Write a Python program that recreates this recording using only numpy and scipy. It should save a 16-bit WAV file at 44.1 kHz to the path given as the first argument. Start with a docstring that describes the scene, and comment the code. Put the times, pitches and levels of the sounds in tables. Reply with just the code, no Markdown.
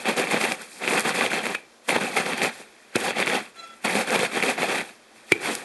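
"""In a kitchen a wooden rolling pin is rocked in short strokes on a sealed plastic bag of dry cereal.
Flakes break as dense damped-sine grains: thuds in the counter, cracks under the pin, crinkles of the film.
Big cracks, film snaps and knocks that ring the pin are single pings with a faint room echo.
Shaped noise is the soft hum of the room; once a stick-slip sum of wavering overtones squeaks.
The microphone has two narrow notches, soft saturation and a steep treble limit."""
import sys
import numpy as np
from scipy import signal
from scipy.fft import rfft, irfft, next_fast_len
from scipy.io import wavfile
from scipy.ndimage import map_coordinates

SR = 44100
rng = np.random.default_rng(int(sys.argv[2]) if len(sys.argv) > 2 else 0)


def transcribe(signal):
    """Save signal, clipped to [-1, 1], as a 16-bit WAV file at the path in sys.argv[1]."""
    frames = np.atleast_2d(signal).T
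    limited = np.clip(frames, -1, 1)
    pcm = np.round(limited * 32767).astype(np.int16)
    wavfile.write(sys.argv[1], SR, pcm)


def voltage_ratio(decibels):
    """Convert decibels (scalar or array-like) to amplitude ratios, 20 dB per decade."""
    exponent = np.asarray(decibels, float) / 20
    return 10 ** exponent


N = 248724  # samples


def unit(x):
    """Scaled to rms 1."""
    return x / np.sqrt(np.mean(x ** 2) + 1e-20)


def along(points, hz):
    """(Hz, value) points interpolated on a log frequency axis."""
    f, v = np.transpose(points)
    return np.interp(np.log(hz + 1), np.log(f + 1), v)


def wobble(knots_per_s):
    """A smooth random curve through normal random knots."""
    knots = rng.standard_normal(int(N * knots_per_s / SR) + 4)
    return map_coordinates(knots, [np.arange(N) * knots_per_s / SR])


def filtered(x, response):
    """x times a complex response of frequency."""
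    m = next_fast_len(N + SR // 2)
    return irfft(rfft(x, m) * response(np.fft.rfftfreq(m, 1 / SR)), m)[..., :N]


def pings(start_s, hz, cycles, gain, size):
    """Damped sines with soft onsets, e^-3 after the given cycles, tapered to zero over size samples."""
    turns = hz[:, None] * np.arange(size) / SR
    taper = np.cos(np.pi / 2 * np.arange(size) / size)
    shape = (1 - np.exp(-turns / 0.2)) * np.exp(-3 * turns / cycles) * taper
    waves = gain[:, None] * shape * np.sin(2 * np.pi * turns)
    at = np.round(start_s * SR).astype(int)[:, None] + np.arange(size)
    return np.bincount(at.ravel(), waves.ravel(), N + size)[:N]


# noise density of the room: f/Hz, level/dB
HUM_SPECTRUM = [(20, -26), (60, -15), (90, -29), (130, -13), (182, -23), (218, 0), (274, -13), (320, -2),
                (420, -6.5), (520, -5), (1580, -11), (2330, -13), (2940, -13.5), (6000, -18),
                (11800, -24.5), (15300, -61)]
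HUM_DB = -54.5


def hum():
    """Soft room noise: shaped Gaussian noise with a slight level drift."""
    noise = filtered(rng.standard_normal(N), lambda f: voltage_ratio(along(HUM_SPECTRUM, f)))
    return voltage_ratio(HUM_DB + 0.91 * wobble(8.1)) * unit(noise)


# room decay: f/Hz, t60/s
ROOM_DECAY = [(200, 0.86), (2000, 0.18), (10000, 0.099)]


def kitchen(x):
    """Room echo: a noise tail in which each frequency decays at its own speed."""
    hz, t, z = signal.stft(rng.standard_normal(SR // 2), SR, nperseg=256)
    decay = voltage_ratio(-60 * t / along(ROOM_DECAY, hz)[:, None])
    tail = signal.istft(z * decay, SR, nperseg=256)[1]
    return signal.fftconvolve(np.pad(x, (200, 0)), tail / np.linalg.norm(tail))[:N]


# harmonics of the squeak: multiple of the fundamental, level/dB
SQUEAK_HARMONICS = [(1, -14), (2, 0), (3, -14), (4, -14), (5, -12), (6, -2), (7, -25), (8, -21), (9, -25),
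                    (10, -20), (11, -21), (13, -24)]
# slips of the squeak: t/s, level/dB
SQUEAK_SLIPS = [(3.575, -50), (3.6, -39), (3.642, -38), (3.676, -46), (3.707, -43), (3.737, -45),
                (3.775, -58)]
SLIP_DB_PER_S = 560  # swell and fade around each slip
SQUEAK_S, SQUEAK_HZ, SAG_HZ_PER_S = 3.6, 674, 31  # pitch sags from SQUEAK_S on
DULL_DB_PER_S, SIXTH_DB_PER_S, MAX_DULL_DB = 40, 300, 20  # loss of orders > 5 away from SQUEAK_S


def squeak():
    """Stick-slip in short slips, sagging in pitch; overtones waver, the high ones peak at SQUEAK_S."""
    t = np.arange(N) / SR
    level_db = np.max([db - SLIP_DB_PER_S * np.abs(t - s) for s, db in SQUEAK_SLIPS], 0)
    sag_s = np.clip(t - SQUEAK_S, 0, 1)
    turns = np.cumsum((SQUEAK_HZ - SAG_HZ_PER_S * sag_s) * (1 + 0.005 * wobble(60))) / SR
    out = np.zeros(N)
    for order, db in SQUEAK_HARMONICS:
        dull_db_per_s = SIXTH_DB_PER_S if order == 6 else DULL_DB_PER_S * (order > 5)
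        dull_db = np.minimum(dull_db_per_s * np.abs(t - SQUEAK_S), MAX_DULL_DB)
        gain = np.sqrt(2) * voltage_ratio(level_db + db - dull_db + 2.7 * wobble(45))
        out += gain * np.sin(2 * np.pi * (order * turns + rng.random()))
    return out


# free knocks: t/s, thump level/dB, ring level/dB, extra upper-mode level/dB, crushed-flake burst level/dB
PIN_KNOCKS = [(1.5485, -40, -27, 14, -25), (2.9556, -6, -32, 6, -19), (5.3192, -3, -17, -10, -20)]
# modes of the pin: f/Hz, level/dB, t60/s (before the taper)
PIN_MODES = [(2340, -15, .45), (2331, 0, .1), (2430, -14, .25), (2546, -10, .09)]
UPPER_HZ = 2500


def knocks():
    """A knock thumps the counter and rings the pin; where it lands sets how much the upper mode speaks."""
    s, thump_db, ring_db, upper_db, _ = np.transpose(PIN_KNOCKS)
    ring = np.zeros(N)
    for hz, db, t60_s in PIN_MODES:
        gain = voltage_ratio(ring_db + db + upper_db * (hz > UPPER_HZ))
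        cycles = 3 * hz * t60_s / np.log(1000)
        ring += pings(s + 0.00156, np.full(len(s), hz), cycles, gain, size=16000)
    thump = pings(s, np.full(len(s), 375), 3.2, voltage_ratio(thump_db), size=3000)
    return ring * voltage_ratio(2.3 * wobble(70)) + thump


def blow_load():
    """Each knock crushes a burst of flakes at once: gain rises, then falls, within milliseconds."""
    t = np.arange(N) / SR
    out = np.zeros(N)
    for s, *_, burst_db in PIN_KNOCKS:
        u = t - s - .002
        out += voltage_ratio(burst_db) * np.where(u < 0, np.exp(np.minimum(u, 0) / 0.0034), np.exp(-np.abs(u) / 0.0036))
    return out


# sharp snaps of the film: t/s, level/dB
FILM_SNAPS = [(0.1675, -21), (0.6189, -27), (0.9955, -11.5), (1.007, -13.5), (2.379, -23), (2.9597, -10.5),
              (3.261, -20), (4.106, -18.5), (4.192, -17), (4.4342, -22), (5.321, -10), (5.5521, -11.5)]


def snaps():
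    """The film buckles: a very short high click, then a duller one under it."""
    s, db = np.transpose(FILM_SNAPS)
    draw = rng.standard_normal((len(s), 2))
    click = pings(s, 8600 * np.exp(0.073 * draw[:, 0]), 2.5, voltage_ratio(db + 11), size=80)
    dull = pings(s + .0012, 5600 * np.exp(.3 * draw[:, 1]), 2.5, voltage_ratio(db + 3), size=80)
    return click + dull


# big flakes and blows: t/s, crack level/dB, thud level/dB
BIG_CRACKS = [(0.056, -15.5, -14), (0.169, -25, -27), (0.1976, -11, -7), (0.2716, -12.5, -34),
              (0.3104, -15, -16), (0.343, -11, -6), (0.4129, -9, -32), (0.4397, -7, -17),
              (0.4505, -8.5, -21), (0.5205, -6.5, -20), (0.8774, -4.5, -13), (0.9346, -7, -19),
              (0.977, -14, -21), (1.0079, -24, -23), (1.051, -21, -13), (1.2101, -4, -13),
              (1.2631, -6.5, -13), (1.3326, -6.5, -23), (1.4559, -13, -15), (1.4669, -10.5, -29),
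              (1.5486, -20, -16.5), (1.8924, -4, -25), (1.927, -14, -11), (1.9551, -10, -12),
              (1.963, -7, -6), (2.0442, -18, -19), (2.1998, -14, -17), (2.2625, -13, -30),
              (2.3333, -10, -27), (2.381, -14, -21), (2.4183, -5.5, -30), (2.4317, -11, -19),
              (2.4477, -15, -12), (2.9565, -7, -5), (2.9647, -9, -4.5), (3.107, -10.5, -13),
              (3.1844, -12, -16), (3.2013, -8.5, -16), (3.212, -14, -17), (3.2265, -5.5, -23),
              (3.2702, -7.5, -26), (3.2768, -8, -19), (3.2992, -8, -32), (3.332, -18, -26),
              (3.8965, -18, -31), (3.9533, -10, -7), (4.088, -22, -32), (4.1041, -17, -20),
              (4.1429, -16, -12), (4.1592, -8, -8), (4.193, -9, -13), (4.231, -11, -7),
              (4.3681, -15, -10.5), (4.4026, -13, -26), (4.4261, -10.5, -18), (4.4356, -8, -21),
              (4.5784, -16, -31), (4.6206, -12, -25.5), (4.6309, -16, -6.5), (4.6898, -33, -23),
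              (4.7559, -19, -24), (4.8127, -14.5, -17.5), (5.3211, 2.5, -6.5), (5.488, -24, -25)]
CRACK_HZ, CRACK_SCATTER = 2230, 0.025  # pitch, its log spread


def cracks():
    """Each big flake gives a short crack, a low push into the counter and a faint tick in the film."""
    s, db, thud_db = np.transpose(BIG_CRACKS)
    draw = rng.standard_normal((len(s), 4))
    crack_hz = CRACK_HZ * np.exp(CRACK_SCATTER * draw[:, 3])
    crack = pings(s, crack_hz, 3.34, voltage_ratio(db + 3) * np.sign(draw[:, 1]), size=300)
    thud = pings(s, 480 * np.exp(0.27 * draw[:, 0]), 2.55, voltage_ratio(thud_db - 2.5), size=900)
    tick = pings(s, 5500 * np.exp(0.53 * draw[:, 1]), 3.0, voltage_ratio(db - 8 + 1.7 * draw[:, 2]), size=60)
    return crack + thud + tick


def debris():
    """Gain of the smaller breaks each big crack sets off: starts at once, dies within milliseconds."""
    s, db, *_ = np.transpose(BIG_CRACKS)
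    shower_gain = voltage_ratio(np.minimum(db, -11))  # a flake holds only so many crumbs
    starts = np.bincount(np.round(s * SR).astype(int), shower_gain, N)
    return signal.fftconvolve(starts, np.exp(-np.arange(SR // 20) / SR / 0.0039))[:N]


# pin strokes and faint bag rustles:
# t/s, length/s, crack level/dB, swell to the end/dB, crinkle level re crack/dB
PIN_STROKES = [(0.0, 0.031, -37.5, -2, -8), (0.062, 0.033, -27.5, 5.5, -11.5),
               (0.176, 0.077, -24.5, -6.5, -8), (0.277, 0.015, -32, 0, -13),
               (0.314, 0.059, -24, -2.0, -10.5), (0.41, 0.1, -27, -1.5, -8.5), (0.574, 0.045, -43, 4.5, -5),
               (0.656, 0.16, -52, 6.5, 2), (0.82, 0.028, -32.0, 4, -11.5), (0.876, 0.11, -27.0, 3.0, -8.5),
               (1.048, 0.055, -27.5, 2, -10.5), (1.151, 0.098, -27.5, 3, -8.5),
               (1.311, 0.075, -28.5, 1.5, -11), (1.439, 0.073, -31.5, 1.5, -9),
               (1.566, 0.076, -46, -10, -16), (1.85, 0.02, -52.5, -1, -5), (1.889, 0.0077, -24, -0.5, -5),
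               (1.924, 0.039, -28.5, 3.5, -13), (2.01, 0.17, -27, -11, -8),
               (2.172, 0.062, -21.5, -8.5, -11.5), (2.261, 0.067, -30.5, 4.5, -11),
               (2.375, 0.072, -33, 10, -10), (2.517, 0.093, -47.5, 5.5, -5.0), (2.665, 0.24, -59.5, 4, -8),
               (2.928, 0.027, -51.0, 4, -7), (2.962, 0.122, -35, 9.5, -9.5),
               (3.165, 0.056, -27.5, 2.5, -11.5), (3.27, 0.096, -28.5, 3.5, -11),
               (3.453, 0.052, -47, -7, -8), (3.563, 0.26, -49, -8, -6.5), (3.825, 0.012, -50, 0, -3),
               (3.85, 0.0081, -21, -2, -7), (3.895, 0.11, -29, 3.5, -8.5), (4.076, 0.074, -30.5, 7, -9.0),
               (4.179, 0.072, -28.5, 1.5, -9.0), (4.319, 0.055, -33.5, 9, -8),
               (4.426, 0.075, -27.0, 2.5, -8), (4.583, 0.058, -28.5, 3.5, -10),
               (4.69, 0.094, -25.5, -2, -9), (4.842, 0.054, -47, 3.5, -7), (4.96, 0.21, -59.5, 0.5, -8),
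               (5.16, 0.12, -56.5, 2, -4.5), (5.287, 0.02, -49.5, 3, -3.0), (5.32, 0.11, -42, -2.5, -11),
               (5.414, 0.033, -36.0, 6.5, -6), (5.457, 0.059, -28, 0, -6.5), (5.536, 0.095, -37, -4, -5.0)]
RISE_DB_PER_S, FALL_DB_PER_S = 742, 244  # bite of a stroke, settling of the flakes
LANDING_DB_PER_S, LANDING_STEP_DB = 1700, 20  # faster bite if this far above the stroke before
THUD_DB, THUD_DB_PER_DB, FIRM_DB = -1.02, 0.18, -24  # thud re crack at firm load, extra per dB of load


def strokes():
    """Each stroke bites fast, swells or sags, then settles; gives thud, crack, crinkle levels in dB."""
    t = np.arange(0, N + 32, 32) / SR
    s, length, db, swell_db, film_db = np.transpose(PIN_STROKES)[:, :, None]
    u = t - s
    lands = np.diff(db, axis=0, prepend=db[:1]) > LANDING_STEP_DB  # from the air
    rise = np.where(lands, LANDING_DB_PER_S, RISE_DB_PER_S)
    load_db = db + swell_db * np.clip(u / length, 0, 1)
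    load_db = load_db + rise * np.minimum(u, 0) - FALL_DB_PER_S * np.maximum(u - length, 0)
    thud_db = load_db + THUD_DB + THUD_DB_PER_DB * (load_db - FIRM_DB)
    totals = [10 * np.log10(np.sum(voltage_ratio(2 * v), 0) + 1e-20) for v in (thud_db, load_db, load_db + film_db)]
    return [np.interp(np.arange(N) / SR, t, v) for v in totals]


def grains(spectrum, count, size, cycles, spread_db, hiss, clump_db):
    """Breaking grains of random pitch, life and size, in clumps, over the hiss of the finest dust; rms 1."""
    draw = rng.random((count, 4))
    lo, hi = spectrum[0][0], spectrum[-1][0]
    hz = lo + (hi - lo) * draw[:, 1]
    life = cycles * 3.8 ** (2 * draw[:, 3:] - 1)
    gain = voltage_ratio(-spread_db * np.log(1 - .99 * draw[:, 2]))  # few big, many small
    gain = gain * np.sqrt(hz / life[:, 0])  # equal energy at any pitch
    x = unit(pings(draw[:, 0] * N / SR, hz, life, gain, size))
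    x = x + hiss * rng.standard_normal(N) * np.sqrt(SR / 2 / (hi - lo))
    x = filtered(x, lambda f: voltage_ratio(along(spectrum, f)))
    return unit(x * voltage_ratio(clump_db))


# density of thuds in the counter: f/Hz, level/dB
COUNTER_SPECTRUM = [(35, -69), (60, -67), (106, -26), (139, -11), (172, -3.5), (225, 2), (299, -5),
                    (412, 1), (450, -3), (496, 2.5), (590, -3.5), (676, -3.5), (756, 1.5), (1000, -8),
                    (1150, -8.5), (1500, -12), (2530, -120)]
# density of cracking flakes: f/Hz, level/dB
FLAKE_SPECTRUM = [(590, -17.5), (1000, -14.5), (1090, -7.5), (1310, -6), (1790, -1.5), (2120, -3),
                  (2450, 1), (2680, -2.5), (2890, -9), (3300, -6.5), (3970, -13), (4410, -12), (5200, -25),
                  (6760, -21), (11400, -120)]
# density of crinkling film: f/Hz, level/dB
FILM_SPECTRUM = [(2710, -9.5), (4600, -3), (5580, -6.5), (6510, -6.5), (7860, -3.5), (8880, -1.5),
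                 (10000, -7), (11200, -5), (11800, -8.5), (15300, -48), (22000, -120)]


def crush():
    """Under load the pin jerks from flake to flake, clumping all layers; a light touch only rustles."""
    thud_db, crack_db, crinkle_db = strokes()
    load = np.clip((crack_db + 39) / 16, .15, 1)
    jerk_db = load * (0.58 * wobble(24.98) + 1.0 * wobble(90))
    thud = grains(COUNTER_SPECTRUM, count=8000, size=600, cycles=6.1, spread_db=2.5, hiss=0.82,
                  clump_db=jerk_db + 0.73 * wobble(20))
    crack = grains(FLAKE_SPECTRUM, count=14000, size=400, cycles=8.1, spread_db=3.0, hiss=0.86,
                   clump_db=0.92 * jerk_db)
    crinkle = grains(FILM_SPECTRUM, count=24000, size=64, cycles=5.6, spread_db=2.5, hiss=0.84,
                     clump_db=1.37 * jerk_db + 1.83 * wobble(40))
    draw = rng.random((900, 3))  # middling flakes, near the pin's ring
    flakes = unit(pings(draw[:, 0] * N / SR, 2050 + 560 * draw[:, 1], 4.4, voltage_ratio(8.0 * draw[:, 2]), size=200))
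    blow, shower = blow_load(), debris()
    thud = (voltage_ratio(thud_db) + voltage_ratio(-23.5) * shower) * thud
    crack = (voltage_ratio(crack_db - 1.0) + blow + voltage_ratio(-23) * shower) * crack
    crinkle = (voltage_ratio(crinkle_db) + voltage_ratio(-13) * blow + voltage_ratio(-30.0) * shower) * crinkle
    return thud + crack + voltage_ratio(crack_db - 8) * load * flakes + crinkle


BASS_HZ = 106.4


def scene():
    """Near sources and their echo under a steep bass cut, plus the squeak, its echo and the room."""
    room = hum()
    far = squeak()
    hits = knocks() + snaps() + cracks()
    near = crush() + hits + voltage_ratio(-18.5) * kitchen(hits)
    bass_cut = lambda f: ((1j * f) ** 2 / (BASS_HZ ** 2 - f * f + 1.2j * f * BASS_HZ)) ** 3
    return (filtered(near, bass_cut) + far + voltage_ratio(-16) * kitchen(far) + room)[None]


def roll_off(x):
    """The treble ends steeply here."""
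    return signal.sosfilt(signal.butter(12, 12870, fs=SR, output="sos"), x)


# notches of the microphone housing: f/Hz, width/Hz, depth/0-1
HOUSING_NOTCHES = [(2887, 190, 1), (7960, 100, 1)]
TOP_HZ = 11750


def record(dry):
    """Two notches of the microphone housing, soft saturation of the hardest blow, a steep band limit."""
    def notch(f):
        return np.prod([1 - depth * 1j * f * width / (hz * hz - f * f + 1j * f * width)
                        for hz, width, depth in HOUSING_NOTCHES], axis=0)
    x = filtered(dry, notch)
    x = x / (1 + np.abs(x / .95) ** 6) ** (1 / 6)
    mix = filtered(x, lambda f: 1 / np.sqrt(1 + (f / TOP_HZ) ** 300))
    return roll_off(mix)


dry = scene()
out = record(dry)
transcribe(out)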